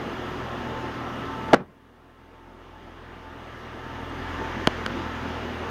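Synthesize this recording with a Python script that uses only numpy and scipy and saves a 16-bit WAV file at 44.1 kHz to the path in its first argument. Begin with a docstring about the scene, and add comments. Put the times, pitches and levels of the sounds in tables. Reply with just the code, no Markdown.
"""In the open air over a paved lot, an engine idles as a harmonic series in noise, among faint machine whines.
At 1.5 s a car door slams: each contact excites damped modes and a noise crack, then the panels shudder.
The slam overloads the recorder, whose gain control ducks, holds and creeps back.
A faint falling chirp follows at 4.1 s; from 4.7 s three taps ring the camera's shell as damped modes."""
import sys
import numpy as np
from scipy import signal
from scipy.fft import rfft, irfft, next_fast_len
from scipy.io import wavfile
from scipy.ndimage import uniform_filter1d, map_coordinates

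SR = 44100
rng = np.random.default_rng(int(sys.argv[2]) if len(sys.argv) > 2 else 0)


def bounce(signal):
    """Save signal as a 16-bit WAV file at the path given by the first command-line argument."""
    frames = np.transpose(np.atleast_2d(signal))
    limited = np.clip(frames, -1, 1)
    pcm = np.round(limited * 32767).astype(np.int16)
    wavfile.write(sys.argv[1], SR, pcm)


N = 251370

# door contacts, seal, latch, frame and rebounds: start_s, thud_db, crack_db, rise_s
DOOR_CONTACTS = [(1.487, -20, -39, 0.00084), (1.5333, 6, -8.5, 0.00027), (1.5368, -3.5, -9.5, 0.001),
                 (1.5418, -2, -19, 0.00083), (1.5441, 0, -11, 0.0014), (1.548, -1, -17, 0.00067),
                 (1.566, -7, -13, .0006), (1.576, -2, -24, 0.0018), (1.588, -19, -26, .001),
                 (1.611, -20, -35, .001), (1.622, -22, -34, .001), (1.659, -19, -36, 0.00081),
                 (1.666, -34, -38, .001)]
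# damped modes of the door: pitch_hz, level_db, t60_s
DOOR_MODES = [(130, -35, 0.08), (188, -16.5, 0.071), (274.5, -17, 0.14), (350, -8.5, 0.058),
              (477, -11.5, 0.056), (592, -9, 0.039), (717, -6.5, 0.015), (803, -9.5, 0.028),
              (900, -6, 0.011), (1084, -28, 0.036), (1410, -28, .03), (1662, -24, 0.06),
              (1980, -19.5, 0.022), (2880, -21.5, .02), (3820, -32, .02), (5700, -41, 0.017)]
# outer skin, pushed as the seal squeezes: pitch_hz, level_db, t60_s
SKIN_MODES = [(663, 9.5, 0.049)]
# relative noise spectrum of the contact cracks: frequency_hz, density_db_per_hz
CRACK_SPECTRUM = [(300, -22), (1500, 3.5), (3000, -20), (6000, -14), (7700, -23), (10000, -20),
                  (16000, -31)]
# relative noise spectrum of the panels after the blow: frequency_hz, density_db_per_hz
SHUDDER_SPECTRUM = [(24, -34), (40, -4), (174, -14), (281, 3.5), (442, -16), (518, -9.5), (580, -14),
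                    (1340, -13.5), (5220, -40), (9000, -59), (11700, -99), (19800, -120)]
# decay time of the panels: frequency_hz, t60_s
SHUDDER_DECAY = [(60, 1), (250, 0.21), (1000, 0.19), (4000, 0.14), (9000, 0.14)]
# taps on the camera's shell: start_s, click_db, rebound_db, thump_db, click_rise_s, direction (signed factor)
SHELL_TAPS = [(4.6724, 3.5, -2, -9, 0.0003, -1.07), (4.86198, -21, -8, -30, .00018, 1),
              (5.255, -45, -45, -27, .0004, -1)]
# bright modes of the shell: pitch_hz, level_db, t60_s
CLICK_MODES = [(1101, -11.5, 0.0059), (1495, -5.5, 0.0089), (1900, -8.5, 0.0062), (2270, -10, 0.0075),
               (3020, -0.5, 0.0034), (4300, -12, 0.006), (6240, -20, 0.0047), (8640, -16, 0.0021),
               (13100, -32, .003)]
# hollow modes of the shell: pitch_hz, level_db, t60_s
THUMP_MODES = [(238, 2, 0.015), (323, 6.5, 0.011), (457, 6, 0.013), (620, 1.5, 0.023), (1030, -2, 0.0093),
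               (1500, 4, 0.009)]
# idling engine, its speed hunting up and down: time_s, firing_hz, first_order_db
ENGINE_IDLE = [(0.0, 42, -46), (0.3, 42.1, -43), (1.05, 40.35, -49.5), (1.4, 40.54, -47), (1.73, 41.0, -39),
               (1.98, 40.8, -38), (2.55, 42.7, -34), (3.0, 42.17, -35), (3.6, 40.5, -42),
               (4.25, 42.63, -37.5), (4.9, 42.63, -39), (5.45, 40.4, -44), (5.7, 41.6, -47)]
# levels of the two roar bands: time_s, low_roar_db, high_roar_db
ROAR_LEVELS = [(0.0, -34, -40), (1.5, -35, -41), (2.1, -36, -42), (2.7, -35, -40.5), (4.1, -37.5, -41),
               (4.5, -35, -38), (5.7, -35.5, -39)]
# relative spectrum of the low roar: frequency_hz, density_db_per_hz
LOW_ROAR_SPECTRUM = [(20, -12), (62, -6.5), (100, -6), (160, -5.5), (215, -2.5), (310, -5), (360, 1),
                     (420, -6), (460, -4), (530, -6.5), (597, -8), (670, -7.5), (741, -7.5), (870, -8.5),
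                     (1100, -10.5), (1430, -14.5), (2420, -120)]
# relative spectrum of the high roar: frequency_hz, density_db_per_hz
HIGH_ROAR_SPECTRUM = [(410, -27), (800, -11), (1100, -7), (1400, -6), (1740, -3.5), (2100, -9), (2500, -13),
                      (2950, -12), (3500, -15.5), (3800, -20), (4450, -24), (4900, -23.5), (5300, -26.5),
                      (6400, -28), (7300, -35.5), (7700, -44.5), (9900, -53), (16700, -120)]
# machine whines: pitch_hz, faint_level_db, pitch_wander (scale, share of pitch), flicker_db (scale)
MACHINE_WHINES = [(239.4, -53, 0.0025, 2), (275.3, -52.5, 0.0014, 1.5), (884.4, -51.5, 0.00814, 4),
                  (1017, -65, .001, 3), (1057, -59, 0.00097, 4), (1188, -56, .001, 0),
                  (1310, -64, 0.00077, 1.5), (2836, -58.5, 0.00203, 1.5)]
# spells in which a whine stands out, one list for each whine: start_s, length_s, level_db
WHINE_SPELLS = [
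    [(0.5, 1.07, -44.5), (1.75, 0.46, -44), (4.7, 1.1, -44)],
    [(-.1, 0.51, -45), (0.65, 2.07, -43.5), (3.2, 0.18, -46), (3.75, 0.89, -46), (5.0, 0.37, -45)],
    [(0.55, 0.41, -42.5), (1.28, .3, -38.5), (1.75, 1.82, -47), (3.8, 1.06, -46), (4.75, 0.53, -44.5),
     (5.6, 0.17, -43.5)],
    [(2.6, 1.2, -60), (4.3, 1.5, -52.5)],
    [(0.1, 2.3, -51.5), (2.3, 1.8, -55), (4.4, 1.44, -53)],
    [(-.1, 0.67, -53), (1.0, 0.56, -46), (2.95, 1.7, -50)],
    [(0.1, .8, -48.5), (0.9, .65, -44), (1.9, 1.1, -51), (3.45, 0.89, -49), (4.85, 0.54, -47)],
    [(4.7, 1.2, -56)],
]
# relative spectrum of the microphone hiss: frequency_hz, density_db_per_hz
HISS_SPECTRUM = [(4470, -33), (7600, -22.5), (7790, 3), (8380, 7.5), (10200, 4), (15000, 4.5), (15800, -1)]

SHUT_S = 1.55  # the second engine order steps in level here
SECOND_OPEN_DB, SECOND_SHUT_DB = -44.5, -39  # second order, door open and door shut
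THIRD_DB, BOOM_HZ, BOOM_WIDTH_HZ = -43, 122, 7  # third order is loudest where it meets a boom near this pitch
SPELL_FADE_S = 0.047
CHIRP_S, CHIRP_LENGTH_S, CHIRP_DB, CHIRP_HZ, CHIRP_SAG_HZ = 4.088, .022, -66, 8480, 351
OVERLOAD_DB, REACTION_S, DUCK_S = 2.5, .0105, .008  # threshold, delay and smoothing of the gain control
TOP_HZ = 15830  # band limit


def amp(db):
    """Logarithmic level: decibels to a linear gain."""
    return 10 ** (np.asarray(db) / 20)


def unit(x):
    """Normalization: scaled to rms 1."""
    return x / np.sqrt(np.mean(x ** 2) + 1e-20)


def along(points, hz):
    """Logarithmic frequency scale: interpolates (frequency_hz, value) points."""
    f, v = np.transpose(points)
    return np.interp(np.log(hz + 1), np.log(f + 1), v)


def curves(rows):
    """Linear interpolation in time: one value per sample for each column after the time."""
    s, *cols = np.transpose(rows)
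    return [np.interp(np.arange(N) / SR, s, c) for c in cols]


def wobble(rate):
    """Slow random modulation: a smooth curve through rate random knots a second."""
    knots = rng.standard_normal(int(N * rate / SR) + 4)
    return map_coordinates(knots, [np.arange(N) * rate / SR])


def filtered(x, response):
    """Linear filtering: the spectrum of x times a response of frequency."""
    m = next_fast_len(N + SR // 2)
    return irfft(rfft(x, m) * response(np.fft.rfftfreq(m, 1 / SR)), m)[..., :N]


def rush(spectrum, patchy_db):
    """Shaped noise of rms 1, its gain varying at random in patches of time and frequency."""
    z = signal.stft(rng.standard_normal(N), nperseg=512)[2]
    field = uniform_filter1d(rng.standard_normal(z.shape), 6, 0)
    field = uniform_filter1d(field, 14, 1)
    patchy = signal.istft(z * amp(patchy_db * unit(field)), nperseg=512)[1][:N]
    return unit(filtered(patchy, lambda hz: amp(along(spectrum, hz))))


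def tone(hz):
    """Phase as the integral of frequency: a sine of rms 1 that follows a pitch curve."""
    return np.sqrt(2) * np.sin(2 * np.pi * np.cumsum(hz) / SR)


def ring(modes, attack, scatter_db):
    """Modal superposition: one blow excites damped modes with newly scattered strengths."""
    t = np.arange(SR // 4) / SR
    hz, db, t60 = np.transpose(modes)[:, :, None]
    db = db + scatter_db * rng.standard_normal(db.shape)
    partials = amp(db - 60 * t / t60) * np.sin(2 * np.pi * hz * t)
    return np.sum(partials, axis=0) * (1 - np.exp(-t / attack))


def add(track, s, sound):
    """Linear superposition: mixes a sound in at s seconds."""
    track[round(s * SR):][:len(sound)] += sound


def panel_shudder():
    """Frequency-dependent damping: panel noise swells, then decays with the treble dying first."""
    hz, t, z = signal.stft(rng.standard_normal(SR), SR, nperseg=256)
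    decay_db = 60 * t / along(SHUDDER_DECAY, hz)[:, None]
    shape_db = along(SHUDDER_SPECTRUM, hz)[:, None] - decay_db
    shudder = signal.istft(z * amp(shape_db), SR, nperseg=256)[1][:SR]
    swell = 1 - np.exp(-np.arange(SR) / SR / 0.019)
    rattle = amp(2.6 * wobble(55.5)[:SR])  # loose trim makes the fade uneven
    return amp(-20.5) * unit(shudder * swell) * rattle


def door():
    """Impact excitation: the skin is pushed, contacts ring modes and crack, and the panels shudder."""
    out = np.zeros(N)
    add(out, 1.5282, -ring(SKIN_MODES, attack=.02, scatter_db=4))
    t = np.arange(SR // 50) / SR
    grit = rush(CRACK_SPECTRUM, patchy_db=-2.5)
    crack_rise = 1 - np.exp(-t / 0.00044)
    for s, thud_db, crack_db, rise in DOOR_CONTACTS:
        add(out, s, amp(thud_db) * ring(DOOR_MODES, attack=rise, scatter_db=1.5))
        crack_envelope = amp(crack_db - 60 * t / 0.0043) * crack_rise
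        add(out, s, crack_envelope * grit[round(s * SR):][:len(t)])
    add(out, 1.534, panel_shudder())
    return out


def taps():
    """Impact on a shell: bright modes click, click again on a quick rebound, then hollow modes thump."""
    out = np.zeros(N)
    scatter_db = .8
    for s, click_db, rebound_db, thump_db, rise, direction in SHELL_TAPS:
        add(out, s, direction * amp(click_db) * ring(CLICK_MODES, rise, scatter_db))
        add(out, s + 0.00098, direction * amp(rebound_db) * ring(CLICK_MODES, rise, scatter_db))
        add(out, s + 0.00223, amp(thump_db) * ring(THUMP_MODES, 0.00066, scatter_db))
    return out


def engine():
    """Harmonic orders of the firing rate: exhaust hum over the roar of fan, belts and traffic."""
    hz, first_db = curves(ENGINE_IDLE)
    low_db, high_db = curves(ROAR_LEVELS)
    second_db = np.where(np.arange(N) < SHUT_S * SR, SECOND_OPEN_DB, SECOND_SHUT_DB)
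    # resonance curve of the boom
    detuning = 2 * (3 * hz - BOOM_HZ) / BOOM_WIDTH_HZ
    third_db = THIRD_DB - 10 * np.log10(1 + detuning ** 2)

    hz = hz + 0.19 * wobble(6.02)
    hum = amp(first_db + .4 * wobble(8)) * tone(hz)
    hum += amp(second_db + 0.97 * wobble(2.4) + 0.52 * wobble(12)) * tone(2 * hz)
    hum += amp(third_db + 1.8 * wobble(14)) * tone(3 * hz)

    throb = amp(0.53 * tone(hz))  # the low roar swells once per firing
    low_noise = unit(throb * rush(LOW_ROAR_SPECTRUM, patchy_db=1.3))
    low = amp(low_db + .5 * wobble(7)) * low_noise
    high = amp(high_db + 0.12 * wobble(7)) * rush(HIGH_ROAR_SPECTRUM, patchy_db=1.1)
    return hum + low + high


def whines():
    """Frequency and amplitude modulation: unsteady faint tones, each fading up for spells."""
    t, out = np.arange(N) / SR, np.zeros(N)
    for (hz, faint_db, wander, flicker_db), spells in zip(MACHINE_WHINES, WHINE_SPELLS):
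        level = amp(faint_db)
        for s, length, db in spells:
            inside_s = np.minimum(t - s, s + length - t)  # time to the nearer end of the spell
            fade = np.clip(inside_s / SPELL_FADE_S + .5, 0, 1)
            level = level + (amp(db) - amp(faint_db)) * fade
        flicker = unit(amp(1.1 * wobble(5.4) + flicker_db * wobble(14)))
        drift = wander * (.6 * wobble(5) + 0.81 * wobble(22))
        out += level * flicker * tone(hz * (1 + drift))
    return out


def chirp():
    """Frequency glide: a short falling peep under a half-sine envelope, perhaps a far bird."""
    u = np.clip((np.arange(N) / SR - CHIRP_S) / CHIRP_LENGTH_S, 0, 1)
    return amp(CHIRP_DB) * np.sin(np.pi * u) * tone(CHIRP_HZ - CHIRP_SAG_HZ * u ** 2)


def scene():
    """Superposition of all sources at the microphone."""
    return (door() + taps() + engine() + whines() + chirp())[None]


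def gain_control(x, depth_db, hold_s, rise_db_per_s):
    """Delayed compression: an overload ducks the gain; after a hold it climbs at a steady rate in dB."""
    t = np.arange(N) / SR
    last_overload_s = np.maximum.accumulate(np.where(np.abs(x) > amp(OVERLOAD_DB), t, -N))
    since = t - last_overload_s
    db = np.clip(rise_db_per_s * (since - hold_s) - depth_db, -depth_db, 0)
    # average over past samples only, so the duck never leads its overload
    size = round(DUCK_S * SR)
    db = uniform_filter1d(db, size, origin=(size - 1) // 2, mode="nearest")
    return amp(np.interp(t - REACTION_S, t, db))


def record(dry):
    """Recording chain: microphone hiss, gain control, soft overload, bass cut, converter hiss, band limit."""
    x = dry[0] + amp(-68) * rush(HISS_SPECTRUM, patchy_db=2.0)
    x = x * gain_control(x, depth_db=21.5, hold_s=0.18, rise_db_per_s=8.5)
    x = x / (1 + np.abs(x / 0.73) ** 5) ** (1 / 5)  # saturates toward 0.73
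    x = filtered(x, lambda hz: (1j * hz / (45 + 1j * hz)) ** 2)  # coupling capacitors thin the deep bass
    x = x + amp(-77.5) * rng.standard_normal(N)  # converter hiss
    return filtered(x, lambda hz: hz < TOP_HZ)[None]


dry = scene()
out = record(dry)
bounce(out)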